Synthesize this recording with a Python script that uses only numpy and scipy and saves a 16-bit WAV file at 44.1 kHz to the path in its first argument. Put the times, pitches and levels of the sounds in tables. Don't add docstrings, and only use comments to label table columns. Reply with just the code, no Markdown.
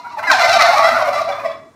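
import sys
import numpy as np
from scipy import signal
from scipy.fft import rfft, irfft
from scipy.io import wavfile

SR = 44100
rng = np.random.default_rng(int(sys.argv[2]) if len(sys.argv) > 2 else 0)


def transcribe(signal):
    frames = np.atleast_2d(signal).T
    limited = np.clip(frames, -1, 1)
    pcm = np.round(limited * 32767).astype(np.int16)
    wavfile.write(sys.argv[1], SR, pcm)


N = 77175
TIME_S = np.arange(N) / SR

# start_s, level_db
RUMBLE_LEVEL = [(0, -56), (.15, -52), (.3, -43), (.5, -42), (.9, -43), (1.2, -43), (1.55, -47), (1.75, -54)]
# frequency_hz, relative_level_db
RUMBLE_SPECTRUM = [(15, -45), (25, -19), (49, -20.5), (112, -1.5), (187, -13), (247, -3), (300, -6.5),
                   (335, -9.5), (460, -6.5), (600, -37), (1010, -120)]
# start_s, pitch_hz, level_db (before the soft onset), t60_s
THUDS = [(.48, 106, -18.5, 0.093), (.915, 250, -22.5, 0.18), (.28, 290, -21.5, 0.17)]
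# frequency_hz, relative_level_db
FLOOR_SPECTRUM = [(60, -22), (150, -8.5), (280, -4.5), (460, -12.5), (1100, -11.5), (3100, -29),
                  (7000, -27.5), (15600, -45)]
# frequency_hz, t60_s
SHED_DECAY = [(300, 0.22), (700, 0.47), (1500, 0.46), (4000, 0.46), (12000, 0.2)]
# start_s, pitch_hz, level_db
WHINE = [(0, 965, -32), (.03, 977, -45), (.07, 953.6, -26), (.11, 969, -45), (.15, 945.6, -22),
         (.162, 924, -48), (.175, 865, -22.5), (.19, 810, -39), (.2, 820, -42)]
# centre_s, length_s, pitch_hz, glide_hz_per_s, level_db
PEEPS = [(0.056, 0.028, 1397, 6000, -31.5), (.06, .04, 733, 3000, -46.5), (.06, .1, 2230, 3, -52),
         (.115, 0.02, 1160, 0, -34), (.12, 0.023, 2670, -2, -48), (.197, 0.013, 1552, -4, -25),
         (1.325, 0.024, 3500, 2, -34.5), (1.4, 0.014, 2463, 0, -34.5), (1.52, 0.016, 3460, 4, -40),
         (1.54, 0.027, 1079, 10, -35.5), (1.63, .05, 649.4, 0, -43.5)]
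# start_s, level_db, treble_relative_db
FLOCK_LEVEL_RUNS = [
    [(0.0, -46, 5), (0.016, -26.5, -24), (0.024, -44.5, -1), (0.06, -26, -27), (0.114, -40.5, 1.5),
     (0.176, -24.5, -25), (0.196, -15.5, -25), (0.224, -32, -12), (0.232, -12, -27), (0.24, -18, -27),
     (0.26, -15.5, -14), (0.308, -10.5, -20.5), (0.316, -10.5, -5.5), (0.34, -13, -3)],
    [(0.35, -23, -16), (0.384, -10, -11), (0.402, -14.5, -3.5), (0.548, -10, -7), (0.568, -9, -6),
     (0.582, -14, -14), (0.61, -6.5, -12.5), (0.848, -9.5, -13.5), (1.114, -14.5, -23.5),
     (1.22, -13, -25.5), (1.262, -28, -8), (1.28, -19.5, -19.5), (1.424, -22.5, -23.5), (1.456, -20.5, -35),
     (1.512, -31.5, -21), (1.62, -49, -26)],
]
# frequency_hz, relative_level_db
FLOCK_SPECTRUM = [(450, -34), (560, -7.5), (700, -2.5), (950, 2), (1200, -0.5), (1500, -9.5), (1750, -14),
                  (2100, -8.5), (2800, -28.5), (4000, -40)]
# frequency_hz, relative_level_db
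RASP_SPECTRUM = [(1530, -6.5), (2600, 2), (3280, -11), (3990, 6.5), (4990, -4.5), (5380, 0), (7370, -17.5),
                 (15600, -34)]
# centre_s, length_s, pitch_hz, glide_hz_per_s,
# fundamental_db, harmonic_2_db, harmonic_3_db, upper_harmonics_db
SYLLABLES = [(0.19, 0.03, 602, -2, -27.5, -50, -37, -50), (0.235, 0.025, 891, 998, -23, -38, -38, -67),
             (0.238, 0.03, 984, 700, -23, -28, -42, -65), (0.25, 0.035, 702, 500, -49, -26, -23.5, -45),
             (0.282, 0.025, 998, -1500, -24, -17.5, -57, -31),
             (0.283, 0.03, 838.5, -3000, -35, -16, -36, -55), (0.305, 0.025, 774, -2500, -45, -9, -23, -33),
             (0.315, 0.03, 1068, -2000, -14.5, -27, -52, -32),
             (0.315, 0.025, 710, -2500, -49, -16, -43, -59),
             (0.33, 0.04, 900.6, -9000, -13, -19, -49, -28.5),
             (0.335, 0.025, 820, -1000, -19.5, -38, -27.5, -37),
             (0.35, 0.035, 742, -2500, -17, -39, -45, -31.5),
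             (0.375, 0.03, 768, -1000, -30, -29, -41, -34.5),
             (0.395, 0.035, 594.7, -400, -33, -25.5, -27, -35),
             (0.407, 0.025, 727.6, 400, -13, -18.5, -27, -48),
             (0.414, 0.03, 684.2, 1404, -14.5, -14.5, -21.5, -26.5),
             (0.438, 0.02, 685.8, -2, -10, -35, -12.5, -46), (0.449, 0.03, 588, 200, -19, -46, -24, -38),
             (0.45, 0.035, 754, 1200, -20.5, -22, -26.5, -28),
             (0.45, 0.045, 701, 696, -12.5, -27, -24, -55),
             (0.495, 0.03, 663.4, -200, -16.5, -25, -24, -52), (0.496, 0.045, 766, 804, -21, -17, -28, -34),
             (0.504, 0.06, 701, 200, -17.5, -24, -34, -35),
             (0.54, 0.045, 767.2, 308, -15.5, -20.5, -26.5, -30),
             (0.564, 0.025, 682.4, 0, -8.5, -18, -28, -50),
             (0.562, 0.045, 597.6, -100, -28.5, -20.5, -40, -35),
             (0.596, 0.025, 579, -1200, -44, -16, -22.5, -33),
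             (0.611, 0.035, 682, 1000, -21, -17, -16.5, -51), (0.614, 0.03, 642, 0, -13.5, -13, -20.5, -39),
             (0.639, 0.07, 751.5, 204, -40, -21.5, -36, -51),
             (0.647, 0.045, 681.5, -300, -10.5, -27, -27, -33.5),
             (0.661, 0.025, 895, 404, -28, -17, -49, -29),
             (0.692, 0.045, 698.8, 498, -8.5, -19.5, -19.5, -36.5),
             (0.731, 0.065, 747, -2, -22, -26.5, -32, -42.5),
             (0.737, 0.03, 849.7, -1800, -11.5, -27, -51, -40),
             (0.761, 0.03, 559.3, 2105, -27.5, -15, -46, -36),
             (0.798, 0.04, 576, -500, -36, -15.5, -49, -39), (0.801, 0.045, 658, 12, -14, -22, -23, -53),
             (0.842, 0.04, 705.7, 605, -18.5, -22, -27, -58), (0.852, 0.035, 593, 400, -53, -20, -35, -70),
             (0.853, 0.06, 653.6, 892, -12, -19, -18.5, -32.5),
             (0.88, 0.025, 591, -2000, -20.5, -33, -46, -38.5),
             (0.883, 0.03, 769, 1202, -18, -21, -51, -34), (0.885, 0.05, 674, 5, -19, -22, -26, -37),
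             (0.911, 0.04, 610, 1200, -25, -22, -29, -40),
             (0.92, 0.035, 657.3, -1100, -19.5, -43, -24, -50),
             (0.958, 0.05, 723, 1200, -27, -17.5, -30, -47), (0.96, 0.045, 680.4, 500, -27, -18, -31, -37),
             (0.985, 0.05, 661, 1200, -23.5, -30, -35, -73), (1.013, 0.035, 750, 300, -20.5, -26, -34, -62),
             (1.022, 0.03, 629.7, 408, -15, -33, -53, -37.5), (1.085, 0.03, 685, 303, -18.5, -45, -46, -44),
             (1.088, 0.035, 576, 600, -15.5, -27, -53, -45), (1.13, 0.03, 749, 0, -26, -41, -54, -62),
             (1.159, 0.03, 685.3, -100, -20.5, -50, -26.5, -39.5),
             (1.173, 0.06, 592, -300, -18, -20, -59, -41.5),
             (1.216, 0.045, 658.5, -1500, -18, -50, -55, -43.5), (1.255, 0.03, 685, -3, -38, -44, -48, -50),
             (1.28, 0.025, 688, -800, -20, -50, -44, -60), (1.299, 0.04, 576, -400, -20.5, -30.5, -57, -47),
             (1.304, 0.03, 775, -1700, -18.5, -33, -50, -69), (1.332, 0.03, 554, -1000, -28, -40, -37, -48),
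             (1.334, 0.045, 666, -1100, -24, -34, -43, -58), (1.39, 0.04, 606, -2, -47, -29, -61, -51.5),
             (1.442, 0.03, 568, -500, -25, -35, -69, -71),
             (1.457, 0.025, 659.4, -1200, -15, -60, -29.5, -46),
             (1.473, 0.035, 576, -8, -25.5, -32.5, -72.5, -49.5),
             (1.5, 0.045, 651, -300, -40, -59, -46, -53.5), (1.519, 0.025, 572.5, -400, -40, -37, -44, -55)]
# frequency_hz, relative_level_db
THROAT_SPECTRUM = [(2000, 19.5), (2800, -4), (4000, -1.5), (5400, -5), (7000, -16), (9000, -21),
                   (15500, -30)]

FLOOR_DB, SHED_DB, SHED_GAP_S = -54, -8, 0.0094
THUD_ONSET_S = 0.018
RISE_PER_LENGTH, FALL_PER_LENGTH = 0.6, 0.82
WHINE_JITTER_RATIO, WHINE_SHIMMER_DB, WHINE_OVERTONES_DB = 0.008, 1.5, -26
WHINE_FADE_S = 0.023
FLOCK_PITCH_HZ, FLOCK_SAG_HZ_PER_S, FLOCK_PITCH_LOG_SPREAD = 759.8, 110, 0.14
FLOCK_RATE_PER_S, FLOCK_SYLLABLE_S, FLOCK_GLIDE_SPREAD_HZ_PER_S = 70, 0.04, 1000
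FLOCK_VOICES_DB, FLOCK_SPREAD_DB, FLOCK_FADE_S = -9, 2.5, 0.05
VOICE_BREATH_RATIO, RASP_BREATH_RATIO = 0.45, 0.45
RASP_DB, RASP_FLUTTER_DB, RASP_FLUTTER_HZ = -7, 2.5, 4.2
GRIT_DB, GRIT_HZ = 3, 150
JITTER_RATIO, SHIMMER_DB, SHIMMER_HZ, UPPER_SCATTER_DB = 0.006, 1.8, 90, 3
THROAT_LOW_HZ, BASS_CUT_HZ, TOP_CUT_HZ = 500, 25, 15750
PEAK_LIMIT = 0.92


def from_db(db):
    return 10 ** (np.asarray(db) / 20)


def rms_one(x):
    return x / np.sqrt(np.mean(x ** 2) + 1e-20)


def in_time(rows):
    start_s, *columns = np.transpose(rows)
    return [np.interp(TIME_S, start_s, column) for column in columns]


def at_hz(points, hz):
    points_hz, values = np.transpose(points)
    return np.interp(np.log(hz), np.log(points_hz), values)


def coloured(x, spectrum):
    hz = np.arange(N // 2 + 1) * SR / N + 1
    return rms_one(irfft(rfft(x) * from_db(at_hz(spectrum, hz)), N))


def drift(rate_hz):
    pole = np.exp(-2 * np.pi * rate_hz / SR)
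    noise = rng.standard_normal(N + 8000)
    return rms_one(signal.lfilter([1], [1, -2 * pole, pole * pole], noise)[8000:])


def add_note(out, centre_s, length_s, pitch_hz, glide_hz_per_s, harmonics_db, wobble, phase_rad):
    rise_s = RISE_PER_LENGTH * length_s
    fall_s = FALL_PER_LENGTH * length_s
    first = max(int((centre_s - rise_s) * SR), 0)
    last = min(int((centre_s + fall_s) * SR), N)
    i = np.arange(first, last)
    t = i / SR - centre_s
    hz = (pitch_hz + glide_hz_per_s * t) * (1 + wobble[i])
    phase = 2 * np.pi * np.cumsum(hz) / SR + phase_rad
    swell = np.cos(np.pi / 2 * np.where(t < 0, t / rise_s, t / fall_s)) ** 2
    k = np.arange(1, len(harmonics_db) + 1)[:, None]
    partials = from_db(harmonics_db)[:, None] * np.sin(k * phase + k * k)
    out[i] += np.sqrt(2) * swell * np.sum(partials, axis=0)


def floor_noise():
    return from_db(FLOOR_DB) * coloured(rng.standard_normal(N), FLOOR_SPECTRUM)


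def rumble():
    level_db, = in_time(RUMBLE_LEVEL)
    return from_db(level_db) * coloured(rng.standard_normal(N), RUMBLE_SPECTRUM)


def thuds():
    out = np.zeros(N)
    for start_s, pitch_hz, level_db, t60_s in THUDS:
        age_s = np.maximum(TIME_S - start_s, 0)
        onset = 1 - np.exp(-age_s / THUD_ONSET_S)
        out += from_db(level_db - 60 * age_s / t60_s) * onset * np.sin(2 * np.pi * pitch_hz * age_s)
    return out


def shed(x):
    t = np.arange(SR) / SR
    tail = np.zeros(SR)
    for low_hz in 177 * 2. ** np.arange(7):
        edges_hz = [low_hz, min(2 * low_hz, 20000)]
        band_filter = signal.butter(2, edges_hz, "band", fs=SR, output="sos")
        band = signal.sosfilt(band_filter, rng.standard_normal(SR))
        t60_s = at_hz(SHED_DECAY, low_hz * np.sqrt(2))
        tail += band * from_db(-60 * t / t60_s)
    tail *= np.clip(t / SHED_GAP_S - 1, 0, 1)
    return signal.fftconvolve(x, tail / np.sqrt(np.sum(tail ** 2)))[:N]


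def whine(wobble):
    pitch_hz, level_db = in_time(WHINE)
    phase = 2 * np.pi * np.cumsum(pitch_hz * (1 + wobble)) / SR
    overtones = sum(np.sin(k * phase) / k for k in range(2, 15))
    tone = np.sin(phase) + from_db(WHINE_OVERTONES_DB) * overtones
    end_s = WHINE[-1][0]
    fade = np.clip((end_s - TIME_S) / WHINE_FADE_S, 0, 1)
    return fade * np.sqrt(2) * from_db(level_db) * tone


def peeps(wobble):
    out = np.zeros(N)
    for centre_s, length_s, pitch_hz, glide_hz_per_s, level_db in PEEPS:
        add_note(out, centre_s, length_s, pitch_hz, glide_hz_per_s, np.array([level_db]), wobble, 0)
    return out


def hens():
    wobble = WHINE_JITTER_RATIO * drift(112)
    return (whine(wobble) + peeps(wobble)) * from_db(WHINE_SHIMMER_DB * drift(89))


def flock_syllables():
    out = np.zeros(N)
    wobble = JITTER_RATIO * drift(162)
    for n, (time_draw, pitch_draw, glide_draw, level_draw) in enumerate(rng.standard_normal((300, 4))):
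        centre_s = (n + time_draw) / FLOCK_RATE_PER_S
        if 0 < centre_s < N / SR:
            sagged_hz = FLOCK_PITCH_HZ - FLOCK_SAG_HZ_PER_S * centre_s
            pitch_hz = sagged_hz * np.exp(FLOCK_PITCH_LOG_SPREAD * pitch_draw)
            glide_hz_per_s = FLOCK_GLIDE_SPREAD_HZ_PER_S * glide_draw
            harmonics_db = np.full(int(15500 / pitch_hz), FLOCK_SPREAD_DB * level_draw)
            own_wobble = np.roll(wobble, int(N * level_draw))
            add_note(out, centre_s, FLOCK_SYLLABLE_S, pitch_hz, glide_hz_per_s,
                     harmonics_db, own_wobble, 9 * glide_draw)
    return rms_one(out)


def flock():
    level_db, treble_db = in_time(np.vstack(FLOCK_LEVEL_RUNS))
    syllables = flock_syllables()
    breathy = syllables + VOICE_BREATH_RATIO * rng.standard_normal(N)
    voices = coloured(breathy, FLOCK_SPECTRUM)
    breathy_rasp = syllables + RASP_BREATH_RATIO * rng.standard_normal(N)
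    flutter_db = RASP_FLUTTER_DB * drift(RASP_FLUTTER_HZ) + GRIT_DB * drift(GRIT_HZ)
    rasp = coloured(breathy_rasp, RASP_SPECTRUM) * from_db(treble_db + RASP_DB + flutter_db)
    end_s = FLOCK_LEVEL_RUNS[-1][-1][0]
    fade = np.interp(TIME_S, [end_s - FLOCK_FADE_S, end_s], [1, 0])
    return fade * from_db(level_db) * (from_db(FLOCK_VOICES_DB) * voices + rasp)


def toms():
    out = np.zeros(N)
    wobble = JITTER_RATIO * drift(107)
    for syllable, draw in zip(SYLLABLES, rng.standard_normal((200, 30))):
        centre_s, length_s, pitch_hz, glide_hz_per_s, *low_db, upper_db = syllable
        upper_hz = np.arange(4, int(15000 / pitch_hz)) * pitch_hz
        scatter_db = UPPER_SCATTER_DB * draw[:len(upper_hz)]
        throat_db = upper_db + at_hz(THROAT_SPECTRUM, upper_hz) + scatter_db
        own_wobble = np.roll(wobble, int(N * draw[-1]))
        add_note(out, centre_s, length_s, pitch_hz, glide_hz_per_s,
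                 np.r_[low_db, throat_db], own_wobble, 9 * draw[-2])
    return out * from_db(SHIMMER_DB * drift(SHIMMER_HZ))


def scene():
    background = floor_noise() + rumble() + thuds()
    high_pass = signal.butter(4, THROAT_LOW_HZ, "high", fs=SR, output="sos")
    birds = signal.sosfilt(high_pass, hens() + flock() + toms())
    return (background + birds + from_db(SHED_DB) * shed(birds))[None]


def record(dry):
    rounded = dry / (1 + (dry / PEAK_LIMIT) ** 8) ** .125
    bass_cut = signal.butter(2, BASS_CUT_HZ, "high", fs=SR, output="sos")
    top_cut = signal.ellip(12, .5, 70, TOP_CUT_HZ, fs=SR, output="sos")
    return signal.sosfilt(top_cut, signal.sosfilt(bass_cut, rounded))


dry = scene()
out = record(dry)
transcribe(out)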